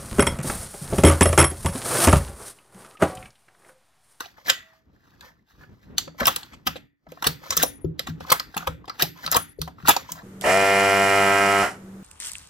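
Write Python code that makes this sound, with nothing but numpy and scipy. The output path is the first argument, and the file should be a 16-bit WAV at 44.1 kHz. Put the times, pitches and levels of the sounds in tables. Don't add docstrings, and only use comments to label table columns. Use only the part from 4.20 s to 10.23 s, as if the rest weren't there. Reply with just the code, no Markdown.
import sys
import numpy as np
from scipy import signal
from scipy.fft import rfft, irfft, next_fast_len
from scipy.io import wavfile
from scipy.ndimage import uniform_filter1d, minimum_filter1d

SR = 44100
rng = np.random.default_rng(int(sys.argv[2]) if len(sys.argv) > 2 else 0)


def inscribe(sig):
    pcm = np.round(np.clip(np.atleast_2d(sig).T, -1, 1) * 32767)
    wavfile.write(sys.argv[1], SR, pcm.astype(np.int16))


def volts_from_decibels(level):
    exponent = np.asarray(level, float) / 20
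    return 10 ** exponent


N = 265923
LEAD_IN_MS = 15

# pitch_hz [Hz], t60_s [s to fall 60 dB]
ROOM_T60 = [(100, 0.42), (400, 0.25), (1200, 0.16), (2100, 0.54), (3200, 0.3), (5000, 0.28), (8000, 0.3),
            (11500, 0.23), (13500, 0.26), (15800, 0.24)]


def evened(x):
    return x / np.sqrt(np.mean(x ** 2) + 1e-20)


def read(points, hz):
    f, value = np.transpose(points)
    return np.interp(np.log(hz + 1), np.log(f + 1), value)


def add(mix, s, sound, peak_db):
    sound = sound[max(-round(s * SR), 0):]
    part = mix[max(round(s * SR), 0):][:len(sound)]
    part += volts_from_decibels(peak_db) * sound[:len(part)] / abs(sound).max()


def in_order(groups):
    return sorted((*row, shared) for rows, shared in groups for row in rows)


def coloured(x, gain):
    size = next_fast_len(N)
    return irfft(rfft(x, size) * gain(np.fft.rfftfreq(size, 1 / SR)), size)[..., :N]


def rings(modes, chance, seconds):
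    hz, db, t60 = np.transpose(modes)[:, :, None]
    t = np.arange(round(seconds * SR)) / SR
    height, phase = chance[:, :len(hz), None]
    pitch = hz * (1 + .05 * (phase - .5))
    return volts_from_decibels(db + 8 * (height - .5) - 60 * t / t60) * np.sin(2 * np.pi * (pitch * t + phase))


def chatter(noise, ms, spiky):
    t = np.arange(len(noise)) / SR * 1000 - LEAD_IN_MS
    after = np.maximum(t, 0)
    blow = (1 - np.exp(-after / (0.6 * ms + 0.3))) * np.exp(-(after / max(ms, .3)) ** 1.9)
    swell = .008 * (ms + 1.5) * np.exp(-abs(t) / 4)
    return noise * abs(noise) ** spiky * (blow + swell)


def struck(hz, width_hz, seconds=.012):
    t = np.arange(round(seconds * SR)) / SR
    return np.sin(2 * np.pi * hz * t) * np.exp(-np.pi * width_hz * t)


def clicks():
    # pitch_hz [Hz], level_db [dB], t60_s [s]
    steel = [(1950, -4, .06), (3430, 0, .035), (13280, -4, .04)]
    # start_s [s], peak_db [dB], sizzle_db above 9.5 kHz [dB], chatter_ms [ms]
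    handle = [(.2955,-10,-33,3.8),(.2992,-1.5,-23,2.4),(5.048,-36,-22,1.5),(1.8765,-60,-28,3.6),(2.0019,-20,-15.5,5.4),(2.3321,-40,-40,14.2),(2.9205,-34.5,-15,0.43),(3.4285,-9.5,-2,1.35),(3.6461,-51,0,3.9),(4.0028,-38.5,-17,10),(4.8285,-12,-14.5,2.3),(5.477,-38.5,-10,4.2),(5.8855,-39,-39,20)]
    bolt = [(.284,-28,-0.5,1.6),(.3035,-10,-14,2.24),(2.0555,-10,-16.5,3),(2.0695,-14.5,4.5,2.65),(2.074,-9.5,-25,8.2),(2.079,-17,2.5,4.4),(2.085,-23.5,-2,3.4),(2.4676,-15,-6.5,9.3),(2.4724,-14.5,-15.5,2.8),(2.5566,-33.5,-23,17),(3.025,-21.5,-10.5,1.9),(3.0425,-14.5,-21.5,4.6),(3.3231,-21,-21.5,11.4),(3.3775,-20,-17.5,6.1),(3.4215,-14,-15.5,5.2),(3.8694,-24.5,-22.5,6.2),(4.1178,-9,-11,2.9),(4.3671,-22,-4,2.6),(4.4712,-18,-11,6.8),(4.6563,-42.5,-16,1.4),(4.6787,-35,-51,7.2),(4.7965,-16.5,-24,1.8),(4.8012,-21.5,-25.5,2.3),(4.8185,-24.5,-12,3.6),(5.1642,-11.5,-4,2.7),(5.168,-17.5,6,2.3),(5.6685,-28,-27,3.8),(5.6828,-9,1.5,2.6),(5.69,-8,0,7.8),(5.6965,-27.5,-5,8.2),(5.7025,-11,-6.5,13.8)]
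    lugs = [(.0054,-24.5,-5,3.1),(.0563,-33.5,-30,3.65),(1.782,-6.5,-12.5,2.04),(2.1612,-17,-2.5,3.8),(2.2313,-28,-30,3.1),(3.0676,-8.5,-5.5,5.7),(3.7941,-12.5,-16,2.07),(4.0995,-21,-26,3.4),(4.104,-12,-8,1.7),(4.109,-13,-29,0.98),(4.1245,-8.5,-5,3.9),(4.143,-26,-13,1.5),(4.823,-6,-3.5,1.5),(4.1983,-14,-14,1.6),(4.3447,-33.5,-39.5,4.4),(4.6971,-21,-32.5,0.82),(1.0095,-32,-21,1.5),(5.0635,-16,-14.5,2.4),(5.0765,-21,-23,2.6),(5.125,-18,-26,7.5),(5.1445,-12.5,-17.5,4.6),(5.157,-18,-8.5,4.4),(5.39,-50,-4,6.2),(5.4166,-15.5,-11.5,1.7),(5.6745,-11,-14,3.1)]
    claw = [(3.306,-11.5,-12.5,3.7),(3.368,-15.5,2.5,3.8),(3.376,-6,-9,0.64),(3.4145,-39,-5,2.3),(3.4335,-10,-2.5,1.6),(4.1215,-17.5,8.5,1.6),(4.8155,-30,-6.5,2.7),(5.1164,-17,7.5,0.56),(5.123,-17,-2,3.6),(4.3764,-18.5,-11.5,3.7),(5.7651,-14,-14,3.1),(5.9195,-21,-5,3.1)]
    blows = in_order([(handle, 2850), (bolt, 3450), (lugs, 4500), (claw, 7100)])
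    out = np.zeros(N)
    noise = rng.standard_normal((len(blows), 2, 2000))
    chance = rng.random((len(blows), 2, 20))
    mid = signal.butter(2, [1800, 9500], "band", fs=SR)
    top = signal.butter(3, 9500, "high", fs=SR)
    t = np.arange(SR // 10) / SR
    blur = rng.standard_normal((len(blows), len(t))) * volts_from_decibels(-14 - 60 * t / 0.015)
    for (s, db, sizzle_db, ms, hz), (a, b), c, body in zip(blows, noise, chance, blur):
        s = s - .001 - LEAD_IN_MS / 1000
        body = body + volts_from_decibels(-33) * rings(steel, c, .1).sum(0)
        body[0] += 1.1
        part = body + 0.62 * struck(hz, 1100, .1)
        click = signal.fftconvolve(chatter(a, ms, 0.16), part)
        add(out, s, signal.lfilter(*mid, click), db + 0.5)
        tip = body + 0.1 * struck(10000, 900, .1)
        sizzle = signal.fftconvolve(chatter(b, ms, 1.0), tip)
        add(out, s, signal.lfilter(*top, sizzle), db + sizzle_db + 14.5)
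    return out


def knocks():
    # pitch_hz [Hz], level_db [dB], t60_s [s]
    stock = [(535, -6.5, 0.073), (749, -2.5, 0.05), (870, 5.5, 0.0066), (1093, 6.5, 0.0077),
             (1296, 2, 0.052), (1530, -23, 0.022), (1644, -2, 0.026)]
    # start_s [s], peak_db [dB]
    butt = [(1.877,-28.5),(1.945,-43),(2.016,-14),(2.557,-28),(2.921,-30),(3.068,-11.5),(3.645,-37.5),(3.795,-26.5),(4.006,-25.5)]
    grip = [(.057,-36.5),(2.867,-36.5),(3.434,-6.5),(3.437,-36.5),(4.828,-17.5)]
    cheek = [(.181,-39.5),(4.366,-19),(4.679,-26.5),(5.682,-4.5),(5.688,-4.5),(5.694,-14.5),(5.702,-15),(5.765,-12)]
    forend = [(2.072,-11.5),(4.153,-48),(4.472,-13.5),(4.642,-34),(4.959,-45),(4.988,-41.5),(5.147,-9.5),(5.153,-15),(5.158,-13.5),(5.166,-8),(5.172,-11.5),(5.476,-24.5),(5.699,-7.5),(5.89,-28),(5.92,-37.5),(5.953,-38),(5.966,-40),(5.976,-36.5),(5.993,-37.5),(6.007,-43),(6.018,-36)]
    well = [(2.077,-5),(2.335,-36),(2.972,-33.5),(3.044,-18),(3.321,-18),(3.871,-22),(4.047,-30.5),(4.117,-5),(4.124,-5)]
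    flank = [(2.162,-26.5),(2.47,-13.5),(3.025,-18.5),(3.369,-16),(4.099,-18),(4.2,-18.5),(4.406,-29.5),(4.425,-29),(4.698,-20.5),(4.796,-19.5),(5.061,-26.5),(5.075,-18.5),(5.117,-23),(5.13,-15),(5.138,-22),(3.235,-35.5),(3.262,-32.5),(3.283,-44),(3.395,-29.5),(5.6,-37),(5.625,-37.5),(5.417,-28.5),(5.583,-37),(5.652,-22.5)]
    rail = [(.005,-19.5),(.296,-12),(1.782,-23.5),(2.005,-14.5),(2.116,-54),(2.224,-44.5),(3.306,-20.5),(4.342,-28.5),(5.038,-32.5),(5.121,-19.5)]
    latch = [(1.01,-43),(1.033,-45),(1.062,-54),(1.41,-47),(1.435,-39.5),(1.63,-53),(1.085,-50),(1.115,-54.5),(2.008,-27),(2.03,-16),(2.056,-16)]
    blows = in_order([(butt, 530), (grip, 700), (cheek, 885), (forend, 1000),
                      (well, 1110), (flank, 1265), (rail, 1500), (latch, 1600)])
    out = np.zeros(N)
    noise = rng.standard_normal((len(blows), 2000))
    chance = rng.random((len(blows), 2, 20))
    for (s, db, hz), a, c in zip(blows, noise, chance):
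        body = volts_from_decibels(-19) * rings(stock, c, 0.11).sum(0)
        panel = struck(hz, 125, .04)
        body[:len(panel)] += panel
        knock = signal.fftconvolve(chatter(a, 5.47, 0.18), body)
        add(out, s - .001 - LEAD_IN_MS / 1000, knock, db + 0.5)
    return out


def patchy(x):
    z = signal.stft(x, nperseg=256)[2]
    patches = uniform_filter1d(rng.standard_normal(z.shape), size=3, axis=0)
    patches = uniform_filter1d(patches, size=5, axis=1)
    swing_db = 5 * evened(patches)
    return evened(signal.istft(z * volts_from_decibels(swing_db), nperseg=256)[1][:N])


def slides():
    # peak_s [s], level_db [dB rms], rise_ms [ms], fade_ms [ms]
    rubs = [(.01,-40.5,12,39),(.32,-48,5.5,23),(.55,-60.5,280,34.5),(.75,-75,18,15.6),(.88,-61.5,51,70),(1.2,-80,42,29),(1.53,-82,8.6,34),(1.635,-61,14,12),(1.049,-47.5,23.2,26),(1.42,-55.5,23,20),(1.69,-66.5,176,66),(1.997,-36,8.9,69),(2.33,-59,11,48),(3.01,-54.5,43,27),(3.055,-31,7.4,28),(3.27,-42,23,40.5),(3.406,-26,19,19),(4.095,-36.5,21,8),(4.75,-50,11,32),(5.047,-36,15.5,19.8),(5.137,-28,10,15),(5.601,-57,17,62),(5.97,-51,490,19),(3.24,-50.5,27,22),(4.42,-46.5,26,31),(4.97,-52.5,15,30),(5.9,-46,8,14),(6.0,-52,29,18),(1.09,-70.5,18,27)]
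    # peak_s [s], level_db [dB rms], rise_ms [ms], fade_ms [ms]
    glides = [(.19,-55.5,20,36),(.27,-31.5,11,31),(.294,-27.5,10,2.8),(1.3,-59,20,45),(2.11,-36,37,15),(2.89,-59,4.8,42),(3.34,-43.5,9.1,20),(3.89,-40,10,14),(4.04,-47,24,7.4),(4.15,-34,7.5,7.7),(4.39,-53.5,62,31),(4.81,-23.5,12,22),(4.98,-53,13,98),(5.666,-35,8,14),(5.73,-36,33,21)]
    # pitch_hz [Hz], level_db [dB]
    rub_dull = [(200, -4.5), (600, 2), (1100, 5), (1750, 6), (2300, -6), (4000, -18), (8000, -22),
                (13000, -24.5)]
    # pitch_hz [Hz], level_db [dB]
    rub_bright = [(200, -20.5), (600, -12.5), (1300, 2.5), (2200, 4.5), (4000, 8), (8000, -1.5), (13000, 6)]
    t, dull_level, bright_level = np.arange(N) / SR, np.zeros(N), np.zeros(N)
    for s, db, rise_ms, fade_ms, share in in_order([(rubs, 0.32), (glides, 0.46)]):
        near = slice(max(round((s - .25) * SR), 0), round((s + .35) * SR))
        ms = (t[near] - s) * 1000
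        pace_ms = np.where(ms < 0, rise_ms, fade_ms)
        stroke = volts_from_decibels(db) * np.exp(-(ms / pace_ms) ** 2 / (1 + abs(ms) / 40))
        dull_level[near] += stroke * np.sqrt(1 - share)
        bright_level[near] += stroke * np.sqrt(share)
    unevenness_db = 2.6 * evened(uniform_filter1d(rng.standard_normal((2, N)), 160))
    slips = rng.standard_normal((2, N)) * volts_from_decibels(unevenness_db)
    dull = patchy(coloured(slips[0], lambda hz: volts_from_decibels(read(rub_dull, hz))))
    bright = evened(coloured(slips[1], lambda hz: volts_from_decibels(read(rub_bright, hz))))
    return dull_level * dull + bright_level * bright


def air():
    # pitch_hz [Hz], level_db [dB per Hz]
    air_colour = [(24, -28.5), (40, -1.5), (140, -5), (297, -11), (680, -28), (1140, -30.5), (4000, -52),
                  (5200, -88.5)]
    # time_s [s], level_db [dB]
    air_level = [(0,-63.5),(.65,-65),(.8,-56.5),(1,-54.5),(1.25,-67),(1.432,-50),(1.61,-56.5),(1.71,-41.5),(1.901,-49.5),(2.6,-52),(2.779,-80),(2.901,-52),(4,-46),(4.599,-55),(5.299,-57.5),(5.55,-46.5),(6.03,-53)]
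    lumps_db = 4 * evened(uniform_filter1d(rng.standard_normal(N), 2500))
    level_db = np.interp(np.arange(N) / SR, *np.transpose(air_level))
    noise = coloured(rng.standard_normal((2, N)), lambda hz: volts_from_decibels(read(air_colour, hz)))
    return volts_from_decibels(level_db + lumps_db) * evened(noise)


def diffuse(x):
    # pitch_hz [Hz], width_hz [Hz], share of added t60 [0-1]
    linger = [(1330, 130, 0.34), (1890, 80, 0.38), (3500, 180, 0.34), (4660, 250, 0.22), (6770, 250, .2),
              (13300, 400, .5)]
    hz, t, z = signal.stft(x, SR, nperseg=256)
    singing = sum(share * np.exp(-((hz - at_hz) / width_hz) ** 2) for at_hz, width_hz, share in linger)
    t60 = read(ROOM_T60, hz) * (0.71 + singing)
    power = uniform_filter1d(abs(z) ** 2, size=3, axis=0)
    keep = volts_from_decibels(-120 * t[1] / t60)
    lingering = np.array([signal.lfilter([0, 1 - k], [1, -k], p) for k, p in zip(keep, power)])
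    a, b = rng.standard_normal((2, 2, *z.shape))
    return signal.istft(np.sqrt(abs(lingering)) * (a + 1j * b), SR, nperseg=256)[1][:, :N]


def scatter(x):
    paths = rng.standard_normal((3, 1200)) * np.exp(-np.arange(1200) / 220)
    cycles = 2.3 * np.arange(N) / SR + np.arange(3)[:, None] / 3
    turn = np.cos(2 * np.pi * cycles) * np.sqrt(2 / 3)
    return signal.oaconvolve(x * turn, paths / np.linalg.norm(paths[0]), axes=1)[:, :N].sum(0)


def thuds():
    # pitch_hz [Hz], level_db [dB], t60_s [s]
    floor_rings = [(56.5,-4.5,0.07),(79,-8.5,0.18),(120,-5,0.13),(162.1,-0.5,0.17),(245,-14,0.07),(333,-16,0.07),(426.4,-13,0.06)]
    # start_s [s], peak_db [dB], swing_hz [Hz], boom_db [dB]
    rest = [(1.872,-33,295,-3.5),(2.011,-20,260,-4.5),(2.069,-23,312,-19.5),(2.465,-20.5,243,-4.5),(3.07,-21.5,454,0.5),(3.368,-21,456,-8),(3.431,-17.5,483,-13),(4.113,-35.5,350,-0.5),(4.361,-30,220,0),(4.822,-17,365,-3.5),(5.386,-22,423,1.5),(5.632,-27.5,172,3),(5.907,-37,252,3)]
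    # start_s [s], peak_db [dB], swing_hz [Hz], boom_db [dB]
    boards = [(.294,-47,239,-11),(1.675,-42,240,-7),(1.71,-48.5,220,-2.5),(1.73,-53,200,-2.5),(.745,-53,293,-9.5),(.93,-52,197,-0.5),(1.796,-37.5,265,-5),(2.87,-43,273,4),(3.294,-35.5,312,4),(3.644,-10.5,360,-4),(3.885,-21.5,245,0.5),(4.016,-31,202,-1.5),(4.477,-20.5,510,0.5),(5.048,-35.5,293,1.5),(5.157,-24.5,258,-5)]
    jolts = in_order([(rest, 165), (boards, 82)])
    out = np.zeros(N)
    chance = rng.random((len(jolts), 2, 20))
    noise = rng.standard_normal((len(jolts), 40))
    t = np.arange(SR // 2) / SR
    barrel = struck(286, 4.5, .5) * signal.windows.tukey(len(t), .15)
    for (s, db, hz, boom_db, boom_hz), c, bumps in zip(jolts, chance, noise):
        swing = struck(hz, 78, 0.035)
        add(out, s, swing * (1 - np.exp(-(np.arange(len(swing)) / 150) ** 2)), db)
        shaking = np.zeros(4000)
        shaking[::100] = bumps * np.exp(-np.arange(len(bumps)) / 3.5)
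        this_boom_hz = boom_hz * (1 + 0.16 * (c[0, -1] - .5))
        boom = volts_from_decibels(-11.5) * rings(floor_rings, c, .5).sum(0) + struck(this_boom_hz, 30, .5)
        add(out, s, signal.fftconvolve(boom * (1 - np.exp(-t / 0.03)), shaking), db + boom_db)
        add(out, s, barrel, -31 + 0.33 * db - 20 * (s < 1))
    return out


def room(x):
    hz, t, z = signal.stft(rng.standard_normal((2, SR // 2)), SR, nperseg=256)
    tail = signal.istft(z * volts_from_decibels(-60 * t / read(ROOM_T60, hz)[:, None]), SR, nperseg=256)[1]
    tail *= np.clip(np.arange(tail.shape[1]) / SR / 0.00027 - .3, 0, 1)
    return signal.fftconvolve(x[None], tail / np.linalg.norm(tail[0]), axes=1)[:, :N]


def beating_rings():
    # start_s [s], pitch_hz [Hz], beat_hz between the pair [Hz],
    # flight_s until damped [s]
    paired_rings = [(3.43,10490,14,.22),(3.43,13250,160,.15),(5.16,10620,12,.23),(5.16,13200,11,.17),(.4,648,1,.23),(1.782,4480,70,.15),(.305,1930,37,.2),(3.615,10480,30,.04),(3.435,11850,60,.03),(3.435,14950,45,.07),(5.69,10500,90,.04),(1.02,1780,40,.1),(1.4,1700,55,.06)]
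    # level_db [dB], t60_s [s]
    ring_levels = [(-21.5,0.31),(-30,0.08),(-22,.36),(-33,0.18),(-65,7.6),(-51.5,0.43),(-38,.35),(-40,0.091),(-46.5,0.2),(-36,.2),(-21,0.18),(-58,0.54),(-55.5,.6)]
    out, t = np.zeros(N), np.arange(SR // 2) / SR
    drift = uniform_filter1d(rng.standard_normal((len(paired_rings), 2, len(t))), size=350)
    drift = uniform_filter1d(drift, size=200)
    for (s, hz, beat_hz, flight_s), (db, t60), (sway, flutter) in zip(paired_rings, ring_levels, drift):
        turns = hz * np.cumsum(1 + .0045 * evened(sway)) / SR
        pair = np.sin(2 * np.pi * turns) - .8 * np.sin(2 * np.pi * (turns + beat_hz * t) + 4.4)
        landing_db = -20 * np.clip((t - flight_s + .03) / .12, 0, 1)
        flutter_db = 5 * min(hz / 9000, 1) * np.tanh(evened(flutter))
        onset = np.minimum(t * hz / 40, 1)
        add(out, s, pair * volts_from_decibels(landing_db + flutter_db - 60 * t / t60) * onset, db)
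    return out


def drop_weak_sum(x):
    gap_low_hz, gap_high_hz, gap_db = 8400, 11400, -7
    quiet_hz, quiet_db = 8000, -29
    sudden_db = 15
    hz, t, z = signal.stft([x[0] + x[1], x[0] - x[1]], SR, nperseg=512)
    power = uniform_filter1d(abs(z) ** 2, size=5, axis=1)
    valley = uniform_filter1d(minimum_filter1d(power[0], size=15, axis=0), size=9, axis=0)
    tone = power[0] > 15 * valley
    whole = power.sum((0, 1))
    sudden = whole > volts_from_decibels(2 * sudden_db) * np.roll(whole, shift=2)
    strong = (power[0] > volts_from_decibels(2 * gap_db) * power[1]) | tone
    strong = strong & (power[0] > volts_from_decibels(2 * -70)) | sudden
    z[0] *= strong | ((hz < gap_low_hz) | (hz > gap_high_hz))[:, None]
    strongest = power[:, hz > quiet_hz].max((0, 1))
    loud_enough = uniform_filter1d(power, size=12, axis=1) > volts_from_decibels(2 * quiet_db) * strongest
    z *= tone | loud_enough | (hz < quiet_hz)[:, None]
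    both, apart = signal.istft(z, SR, nperseg=512)[1][:, :N]
    return np.array([both + apart, both - apart]) / 2


def scene():
    near, ringing = clicks() + knocks() + slides(), beating_rings()
    low = thuds()
    boom = room(low)
    wet = volts_from_decibels(-11.5) * diffuse(near) + volts_from_decibels(-9.5) * boom + air()
    scattered = scatter(near) + 3.1 * ringing + volts_from_decibels(-12) * boom[1]
    return np.array([near + ringing + low + wet[0], scattered + wet[1]])


def top_cut(x):
    return signal.sosfilt(signal.butter(12, 16980, fs=SR, output="sos"), x)


def record(dry):
    # pitch_hz [Hz], lead_rad [radians]
    lead = [(300,.3),(800,.9),(2240,2),(3360,.3),(6290,1.1),(8440,2.9),(10900,3.5),(14200,6.1)]
    # pitch_hz [Hz], likeness [0-1]
    same = [(60,.86),(200,0.62),(500,0.35),(900,0.76),(2800,0.57),(4000,0.5),(10000,0.96),(15000,.92)]
    # pitch_hz [Hz], loss_db [dB]
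    tilt = [(150,.5),(900,1),(5000,0.05)]
    # pitch_hz [Hz], level_db [dB]
    overall_colour = [(25, -21.5), (45, -5.5), (2500, 1), (5500, 3), (13000, -3), (15900, -12.5), (16200, -29.5),
                      (17000, -36)]
    right = coloured(dry[0], lambda hz: np.minimum(read(same, hz), 1) * np.exp(1j * read(lead, hz)))
    right += coloured(dry[1], lambda hz: np.sqrt(1 - np.minimum(read(same, hz), 1) ** 2))
    ports = np.array([dry[0], coloured(right, lambda hz: volts_from_decibels(-read(tilt, hz)))])
    heard = np.clip(coloured(ports, lambda hz: volts_from_decibels(read(overall_colour, hz))), -1, 1)
    return top_cut(drop_weak_sum(heard))


dry = scene()
out = record(dry)
inscribe(out)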